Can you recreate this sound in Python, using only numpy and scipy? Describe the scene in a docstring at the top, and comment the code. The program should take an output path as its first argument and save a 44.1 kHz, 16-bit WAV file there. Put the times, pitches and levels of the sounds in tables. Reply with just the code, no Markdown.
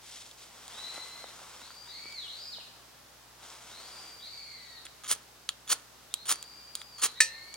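"""A jacket sleeve rustles, cloth rubbing on cloth, and sticks knock as tools are fetched in a forest.
Two hawks whistle far off in the trees; a faint mains hum lies under the quiet air.
Then a steel striker taps a ferro rod (a fire starter) and scrapes down it four times, shaving off
sparks that fizz over a small camp stove. After the last stroke the stove's thin steel clangs.
It is all heard through two microphone openings (ports) set close together."""
import sys
import numpy as np
from scipy import signal
from scipy.fft import rfft, irfft
from scipy.io import wavfile
from scipy.ndimage import map_coordinates

SR = 44100
rng = np.random.default_rng(int(sys.argv[2]) if len(sys.argv) > 2 else 0)


def waveform_to_disk(signal):
    """Save audio, clipped to [-1, 1], as 16-bit WAV at the path in sys.argv[1]."""
    frames = np.transpose(np.atleast_2d(signal))
    scaled = np.clip(frames, -1, 1) * 32767
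    samples = np.round(scaled).astype(np.int16)
    wavfile.write(sys.argv[1], SR, samples)


N = 333396
TIME = np.arange(N) / SR


def amp(db):
    """Turns decibels into a number to multiply by."""
    return 10 ** (np.asarray(db) / 20)


def evened(x):
    """Scales a sound to an average strength (rms) of 1."""
    return x / np.sqrt(np.mean(x ** 2) + 1e-20)


def read(points, hz):
    """Reads between (frequency, value) points, with octaves evenly spaced."""
    f, value = np.transpose(points)
    return np.interp(np.log(hz + 1), np.log(f + 1), value)


def add(mix, start, sound):
    """Adds a sound to the mix at a start time in seconds."""
    part = mix[max(round(start * SR), 0):][:len(sound)]
    part += sound[:len(part)]


def bins(x):
    """Lists the frequencies in the spectrum of x."""
    return np.fft.rfftfreq(x.shape[-1], 1 / SR)


def colour(x, db):
    """Turns each frequency up or down by its own number of decibels."""
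    return irfft(rfft(x) * amp(db), x.shape[-1])


def cut_bass(x, edge_hz):
    """Takes out the bass below an edge."""
    return signal.sosfilt(signal.butter(3, edge_hz, "high", fs=SR, output="sos"), x)


def wander(count, rate_hz):
    """A smooth random wobble, about 1 in size."""
    knots = np.arange(count) * rate_hz * 2 / SR
    return map_coordinates(rng.standard_normal(8192), [knots], order=3, mode="wrap")


def grains(count, per_s, spread_db):
    """A stream of tiny cracks, random in time and size."""
    size = amp(spread_db * np.minimum(rng.exponential(1, count), 4))
    return evened(size * rng.standard_normal(count) * (rng.random(count) < per_s / SR))


def ring(modes, t):
    """The fading tones of a struck thing; t60, the ring time, is how long one takes to drop 60 dB."""
    return sum(amp(db - 60 * t / t60) * np.sin(2 * np.pi * (hz * t + rng.random()))
               for hz, db, t60 in modes)


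def ports(x, aside, direct_share):
    """The left port hears a sound from the side first; the ground scatters it differently to each."""
    # how far the left port is ahead: (frequency [Hz], phase lead [radians])
    port_lead = [(0, 0), (3450, .75), (6500, 1.55), (11000, 2.9), (14000, 3.6), (15500, 4.8), (17000, 5.2)]
    t = TIME[:512]
    paths = rng.standard_normal((2, len(t))) * np.exp(-t / 0.0048) * (t > .0004)
    paths /= np.linalg.norm(paths, axis=1, keepdims=True)
    scattered = signal.oaconvolve(x[None], paths, axes=1)[:, :N]
    lag = aside * np.interp(bins(x), *np.transpose(port_lead))
    right = irfft(rfft(x) * np.exp(-1j * lag), N)
    return np.sqrt(direct_share) * np.array([x, right]) + np.sqrt(1 - direct_share) * scattered


def forest_echo(x, t60, treble_t60):
    """Scattered echoes from trunks and ground; the treble fades at its own rate."""
    bounces = rng.standard_normal((2, SR)) * (rng.random((2, SR)) < 3000 / SR) * (TIME[:SR] > .006)
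    hz, t, spectra = signal.stft(bounces, SR, nperseg=256)
    fade_s = read([(2000, t60), (12000, treble_t60)], hz)[:, None]
    tail = signal.istft(spectra * amp(-60 * t / fade_s), SR, nperseg=256)[1]
    return signal.fftconvolve(x[None], tail / np.linalg.norm(tail[0]), axes=1)[:, :N]


def air(air_db=-55.0, swell_db=-0.53):
    """Quiet forest air, most alike in both ports in the bass, over a steady mains hum."""
    # the air's tone: (frequency [Hz], level [dB])
    air_tone = [(20, -23), (60, -6), (150, -1.5), (300, -1), (850, 1.5), (1400, -0.5), (2200, -4.5),
                (5000, -3), (9000, -9), (16000, -12.5)]
    # how alike left and right are: (frequency [Hz], likeness [0-1])
    likeness = [(50, 0.62), (250, 0.32), (1200, 0.47), (3000, 0.33), (7000, 0.048), (15000, 0.024)]
    # the hum's tones: (frequency [Hz], level [dB])
    hum_tones = [(60, -72), (120, -73), (180, -87), (240, -81)]
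    hz = bins(TIME)
    left, other = rfft(rng.standard_normal((2, N)))
    same = read(likeness, hz)
    right = same * left + np.sqrt(1 - same ** 2) * other
    hiss = evened(irfft(np.array([left, right]) * amp(read(air_tone, hz)), N))
    hum = sum(np.sqrt(2) * amp(db) * np.sin(2 * np.pi * (f * TIME + rng.random()))
              for f, db in hum_tones)
    return amp(air_db + swell_db * wander(N, rate_hz=1.76)) * hiss + hum


def hawks(start_db=-9, push_db=4, third_db=-17, flutter_db=2.0, waver=0.0063, hoarse_waver=.014):
    """Each whistle slides up hoarsely, holds and drops more clearly; the throat boosts one pitch band."""
    # calls; the pitches are the main tone's, and the low tone lies an octave below it:
    # (time [s], length [s], rise [s], fall [s], pitch after rise [Hz], pitch before fall [Hz],
    # end pitch [Hz], level [dB], change while held [dB], low tone level [dB], hoarseness [0-1])
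    whistles = [(0.691, 0.59, 0.15, 0.054, 4022, 4089, 3280, -52.5, -11, -59.5, 0.24),
                (1.596, 0.38, 0.17, 0.11, 4740, 4740, 4340, -56.5, -3, -75, 0.31),
                (1.851, .43, 0.2, .145, 4527, 4570, 2730, -53.5, 1, -55, 0.48),
                (2.276, 0.29, 0.21, .06, 4905, 4830, 2860, -48, -5, -68, 0.77),
                (2.56, 0.062, 0.0032, .025, 3024, 2980, 2360, -52.5, -6, -82, .15),
                (3.691, 1.105, .27, .045, 4770, 4472, 3490, -55.5, -5, -69, 0.28),
                (4.191, 0.62, .19, .04, 4573, 3713, 3350, -52.5, -19.5, -60.5, .7),
                (6.091, 1, .36, .2, 4700, 4826, 3840, -56.5, -2, -71, 0.33),
                (7.121, 0.49, 0.055, 0.056, 3916, 4546, 3600, -60, 1.5, -58.5, 0.5)]
    throat_hz, throat_width_hz, boost_db = 3973, 860, 9.5
    out = np.zeros(N)
    for start, length, rise, fall, top_hz, held_hz, end_hz, db, change_db, low_db, hoarse in whistles:
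        t = np.arange(0, length, 1 / SR)
        rising = np.maximum(1 - t / rise, 0)
        falling = np.maximum(1 - (length - t) / fall, 0)
        held = np.clip((t - rise) / max(length - rise - fall, .01), 0, 1)
        hz = top_hz * (1 - .27 * rising ** 2.2)  # starts 27% low
        hz += (held_hz - top_hz) * held + (end_hz - held_hz) * falling ** 1.2
        throat_db = boost_db / (1 + (2 * (hz - throat_hz) / throat_width_hz) ** 2)
        effort_db = db + start_db * rising + change_db * held + push_db * np.sin(np.pi * falling)
        rough = hoarse * (1 - 0.75 * held)
        wobble = (waver + hoarse_waver * rough) * wander(len(t), rate_hz=110)
        phase = np.pi * np.cumsum(hz * (1 + wobble)) / SR
        # the low tone is strongest while the pitch is held
        voice = amp(low_db - 12 * (rising + falling)) * np.exp(1j * phase)
        voice += amp(effort_db + throat_db) * np.exp(2j * phase)
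        voice += amp(effort_db + third_db) * np.exp(3j * phase)
        # the membranes swing unevenly: a rasp round each tone
        rasp = rough * (wander(len(t), rate_hz=420) + 1j * wander(len(t), rate_hz=420))
        voice = (voice * (1 + rasp)).imag / np.hypot(1, rough)
        flutter = amp(flutter_db * wander(len(t), rate_hz=55))
        add(out, start, voice * flutter * signal.windows.tukey(len(t), .04))
    return out


def arm():
    """Each arm move speeds up, holds and slows; gives the strength of the swish and of the folds."""
    # moves in the sleeve: (time [s], length [s], rise [s], fall [s], swish [dB], folds [dB])
    moves = [(0, 0.39, 0.091, 0.19, -48.5, -71), (0.357, 0.15, 0.036, .06, -52.5, -71),
             (0.376, 0.93, 0.45, 0.3, -50, -54), (1.053, 0.91, 0.15, 0.39, -54.5, -57.5),
             (1.795, 0.98, 0.079, 0.46, -57, -65.5), (3.372, 0.86, 0.089, 0.2, -53.5, -57.5),
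             (4.15, .75, 0.1, 0.21, -61.5, -78)]
    power = np.zeros((2, N))
    for start, length, rise, fall, swish_db, folds_db in moves:
        speed = np.clip(np.minimum((TIME - start) / rise, (start + length - TIME) / fall), 0, 1)
        power += (amp([[swish_db], [folds_db]]) * speed) ** 2
    return np.sqrt(power)


def sleeve(flicker_db=1.17, spread=0.21, snag=0.12):
    """Cloth slides on cloth: a fine swish of threads over the soft, lower sound of the folds."""
    # the tone of the swish and of the folds, each: (frequency [Hz], level [dB])
    swish_tone = [(900, -21), (2000, -7), (3500, -1), (6000, -2), (8200, -2.5), (11000, -9.5), (16000, -46)]
    folds_tone = [(120, -22), (300, -7.5), (550, -4), (800, 0), (1300, -0.5), (2000, -9), (4000, -19.5)]
    swish, folds = arm()
    # three layers (shared, left, right); a few threads snag and let go with a tick
    threads = np.array([grains(N, per_s=12000, spread_db=0.5)
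                        + snag * grains(N, per_s=60, spread_db=-8.5) for _ in range(3)])
    cloth = swish * evened(colour(threads, read(swish_tone, bins(TIME))))
    cloth += folds * evened(colour(threads, read(folds_tone, bins(TIME))))
    cloth *= amp(flicker_db * wander(N, rate_hz=23)) / np.hypot(1, spread)
    return ports(cloth[0], aside=0.92, direct_share=0.96) + spread * cloth[1:]


def sticks(t60=0.013, snap=0.41, snap_hz=1500):
    """Dry wood knocks on the ground: a brief snap and a few clashing tones."""
    # knocks: (time [s], level [dB], pitch [Hz])
    knocks = [(.978, -29, 564), (1.2415, -29.5, 750), (1.392, -39.5, 1100), (1.417, -40, 694),
              (1.617, -40, 1450), (1.705, -37, 1400), (1.875, -43, 980), (2.055, -36, 354),
              (2.056, -51, 1740), (2.584, -40.5, 646)]
    out, t = np.zeros(N), TIME[:4096]
    dull_db = -10 * np.log10(1 + (bins(t) / snap_hz) ** 4)
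    for start, db, hz in knocks:
        modes = [(hz, 0, t60), (hz * 1.31, -3, t60 / 2), (hz * .72, -6, t60), (hz * 2.4, -4, t60 / 2)]
        body = ring(modes, t)
        crack = evened(colour(rng.standard_normal(len(t)), dull_db)) * np.exp(-t / 0.0014)
        knock = (body + snap * crack) * (1 - np.exp(-t / 0.0003))
        add(out, start, amp(db) * knock / abs(knock).max())
    return out


def stove(ring_db=1.0, clatter_db=-2.0, clatter_t60=0.18):
    """Thin steel is knocked: the first blow sets the shell ringing and each bounce adds clatter."""
    # the blow and its bounces: (time [s], level [dB])
    clangs = [(7.204, -16.5), (7.206, -14.5), (7.2095, -33), (7.2174, -27)]
    # the shell's tones: (frequency [Hz], level [dB], ring time [s])
    shell_modes = [(528, -34, .36), (921, -30, .18), (1275, -22, .15), (1766, -1, .085), (1835, -2, .115),
                   (1812, -25, .9), (2024, -13, .1), (2464, -6, .11), (2606, -24, .35), (2756, -28, .5),
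                   (3836, -14, .1), (4130, -13, .12), (4412, -9, .1), (4635, -19, .22), (4893, -17, .2),
                   (5220, -12, .14), (5632, -12, .16), (5928, -9, .19), (6123, -14, .12), (6301, -14, .13),
                   (6934, -13, .11), (7587, -7, .11), (8236, -18, .17), (8433, -9, .11), (8899, -17, .14),
                   (9991, -21, .1)]
    # its crowded, quickly fading upper tones: (frequency [Hz], level [dB])
    clatter_tone = [(80, -65), (300, -44), (600, -41), (1300, -18), (1900, -1), (3200, -0.5), (4400, 1),
                    (8600, 6.5), (10500, 0), (13000, -16), (15500, -8)]
    out, t = np.zeros(N), TIME[:32768]
    blow_s, blow_db = clangs[0]
    add(out, blow_s, amp(blow_db + ring_db) * ring(shell_modes, t) * (1 - np.exp(-t / 0.00041)))
    fade = np.exp(-t / 0.0041) + 0.36 * amp(-60 * t / clatter_t60)
    for start, db in clangs:
        clatter = evened(colour(rng.standard_normal(len(t)), read(clatter_tone, bins(t))))
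        add(out, start, clatter * amp(db + clatter_db) * fade)
    return out


def scrape_colour(x, tilt_db):
    """Gives tiny cracks the tone of rod and striker, brightened by tilt_db for each octave."""
    # the scrape's overall tone: (frequency [Hz], level [dB])
    scrape_tone = [(50, -50), (150, -18), (430, -11), (750, -11.5), (1050, -4), (2100, -7.5), (3200, -3),
                   (4800, -2.5), (6500, -1.5), (8000, -2), (9700, 0), (11300, -5), (13500, -8), (15700, -7)]
    # where the metal rings: (frequency [Hz], width [Hz], boost [dB])
    resonances = [(1275, 180, 5.7), (1770, 96, 3.4), (3210, 350, 3.8), (4400, 170, 4.8), (5670, 65, 4.1),
                  (6170, 83, 9.5), (6900, 230, 8.9), (8560, 79, 4.5), (9220, 420, 7.2), (8940, 150, 8.3),
                  (10880, 170, 8.6), (12100, 230, 2.4)]
    hz = bins(x)
    peaks = sum(db / (1 + (2 * (hz - f) / width) ** 2) for f, width, db in resonances)
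    return colour(x, read(scrape_tone, hz) + peaks + tilt_db * np.log2((hz + 100) / 6000))


def contacts(tick_db=12.0, focus_db=6.0, slide_ring=0.51):
    """Steel meets rod: short clicks, and gritty slides that ring the same tones."""
    # striker and rod touch: (time [s], level [dB], centre of the click's tone [Hz])
    taps = [(0.313, -33, 6140), (.680, -28, 8000), (2.124, -31, 4330), (4.8536, -31, 7000),
            (4.8663, -28.5, 2560), (5.4905, -12, 3200), (6.1404, -10.5, 9000), (6.427, -24, 8800),
            (6.44, -37, 5000), (6.753, -15.5, 8500), (6.7578, -29, 6000), (6.8164, -27.5, 2430),
            (7.5415, -22, 7900)]
    # the edge slides lightly on the rod: (time [s], length [s], level [dB])
    slides = [(4.85, 0.013, -43), (5.033, 0.043, -43), (5.487, 0.021, -44), (5.671, 0.024, -46),
              (6.253, 0.028, -41.5), (6.751, 0.084, -51), (6.976, 0.06, -46)]
    # rod and striker, muffled by the fingers: (frequency [Hz], level [dB], ring time [s])
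    steel_modes = [(1250, 1, 0.015), (3300, 6, 0.019), (3860, 11.5, 0.0046), (4600, -5.5, 0.018),
                   (6400, -27, 0.004), (7065, 10.5, 0.0084), (9160, 13, 0.0037), (13500, 1, 0.004)]
    out, t = np.zeros(N), TIME[:2048]
    lead_samples = 64
    for start, db, hz in taps:
        click = ring(steel_modes, t) + amp(tick_db) * rng.standard_normal(len(t)) * np.exp(-t / .001)
        click = np.pad(click, (lead_samples, 0))
        octaves_away = abs(np.log2((bins(click) + 300) / hz))
        click = colour(click, -focus_db * octaves_away)[:1500]
        add(out, start - lead_samples / SR, amp(db) * click / abs(click).max())
    for start, length, db in slides:
        grit = grains(8192, per_s=5000, spread_db=3)
        ringing = evened(signal.fftconvolve(grit, ring(steel_modes, t))[:len(grit)])
        slide = evened(slide_ring * ringing + evened(scrape_colour(grit, tilt_db=-1.0)))
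        count = round(length * SR)
        add(out, start, amp(db) * slide[:count] * signal.windows.tukey(count, .35))
    return out


def scrapes(release_db_per_s=1300, chatter_db=2.0, sparks_db=-21, sparks_t60=0.36, flake_db=2.5):
    """The edge shaves the rod ever harder, then flies off its end; the shavings fizz as they burn."""
    # strokes: (edge bites [s], full pressure [s], edge leaves [s], level at the bite [dB],
    # full level [dB], brightness [dB per octave])
    strokes = [(5.077, 5.121, 5.130, -42, -26.5, .5), (5.6925, 5.718, 5.729, -34, -23.5, 0),
               (6.277, 6.298, 6.325, -41, -24.5, 0), (7.016, 7.033, 7.061, -41, -23.5, 0)]
    # flakes snap off the rod: (time [s], level [dB])
    flakes = [(5.1125, -13), (5.1149, -9), (5.151, -32), (5.718, -14.5), (5.7291, -12.5), (5.7426, -34),
              (6.294, -15), (6.3580, -29), (7.0343, -10.5), (7.037, -11.5), (7.0407, -12)]
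    out, t = np.zeros(N), TIME[:16384]
    for bite, full, leave, bite_db, full_db, tilt_db in strokes:
        pressure = np.minimum(t / (full - bite), 1) ** 0.71
        since_leaving = np.maximum(bite + t - leave, 0)
        level_db = bite_db + (full_db - bite_db) * pressure - release_db_per_s * since_leaving
        shaving = evened(scrape_colour(grains(len(t), per_s=28000, spread_db=-0.5), tilt_db))
        add(out, bite, shaving * amp(level_db + chatter_db * wander(len(t), rate_hz=237)))
        sparks = evened(scrape_colour(grains(len(t), per_s=4400, spread_db=3.5), tilt_db=-3.5))
        add(out, leave, sparks * amp(full_db + sparks_db - 60 * t / sparks_t60))
    since_snap = t[:512] - .001
    for start, db in flakes:
        burst = rng.standard_normal(len(since_snap)) * (since_snap > 0) * np.exp(-since_snap / .0007)
        snap = scrape_colour(burst, tilt_db=0)
        add(out, start + since_snap[0], amp(db + flake_db) * snap / abs(snap).max())
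    return out


def scene(tool_echo_db=-20.0, hawk_echo_db=3.0, left_db=0.5):
    """Tools and cloth close by, hawks far off among the trees."""
    # small things give off hardly any bass, sharp blows on thin steel least of all
    tools = cut_bass(scrapes(), 166) + cut_bass(contacts() + stove(), 420) + cut_bass(sticks(), 350)
    calls = hawks()
    close = ports(tools, aside=.88, direct_share=0.96) * amp([[-.4], [.4]])
    close += amp(tool_echo_db) * forest_echo(tools, t60=0.34, treble_t60=0.079)
    far = ports(calls, aside=0.68, direct_share=1.0)
    far += amp(hawk_echo_db) * forest_echo(calls, t60=0.64, treble_t60=0.79)
    return close + (sleeve() + far) * amp([[left_db], [-left_db]]) + air()


def record(dry):
    """Cuts off the very highest treble."""
    edge_hz = 16080
    low_pass = signal.firwin(511, edge_hz, window=("kaiser", 9), fs=SR)
    return signal.oaconvolve(dry, low_pass[None], "same")


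dry = scene()
out = record(dry)
waveform_to_disk(out)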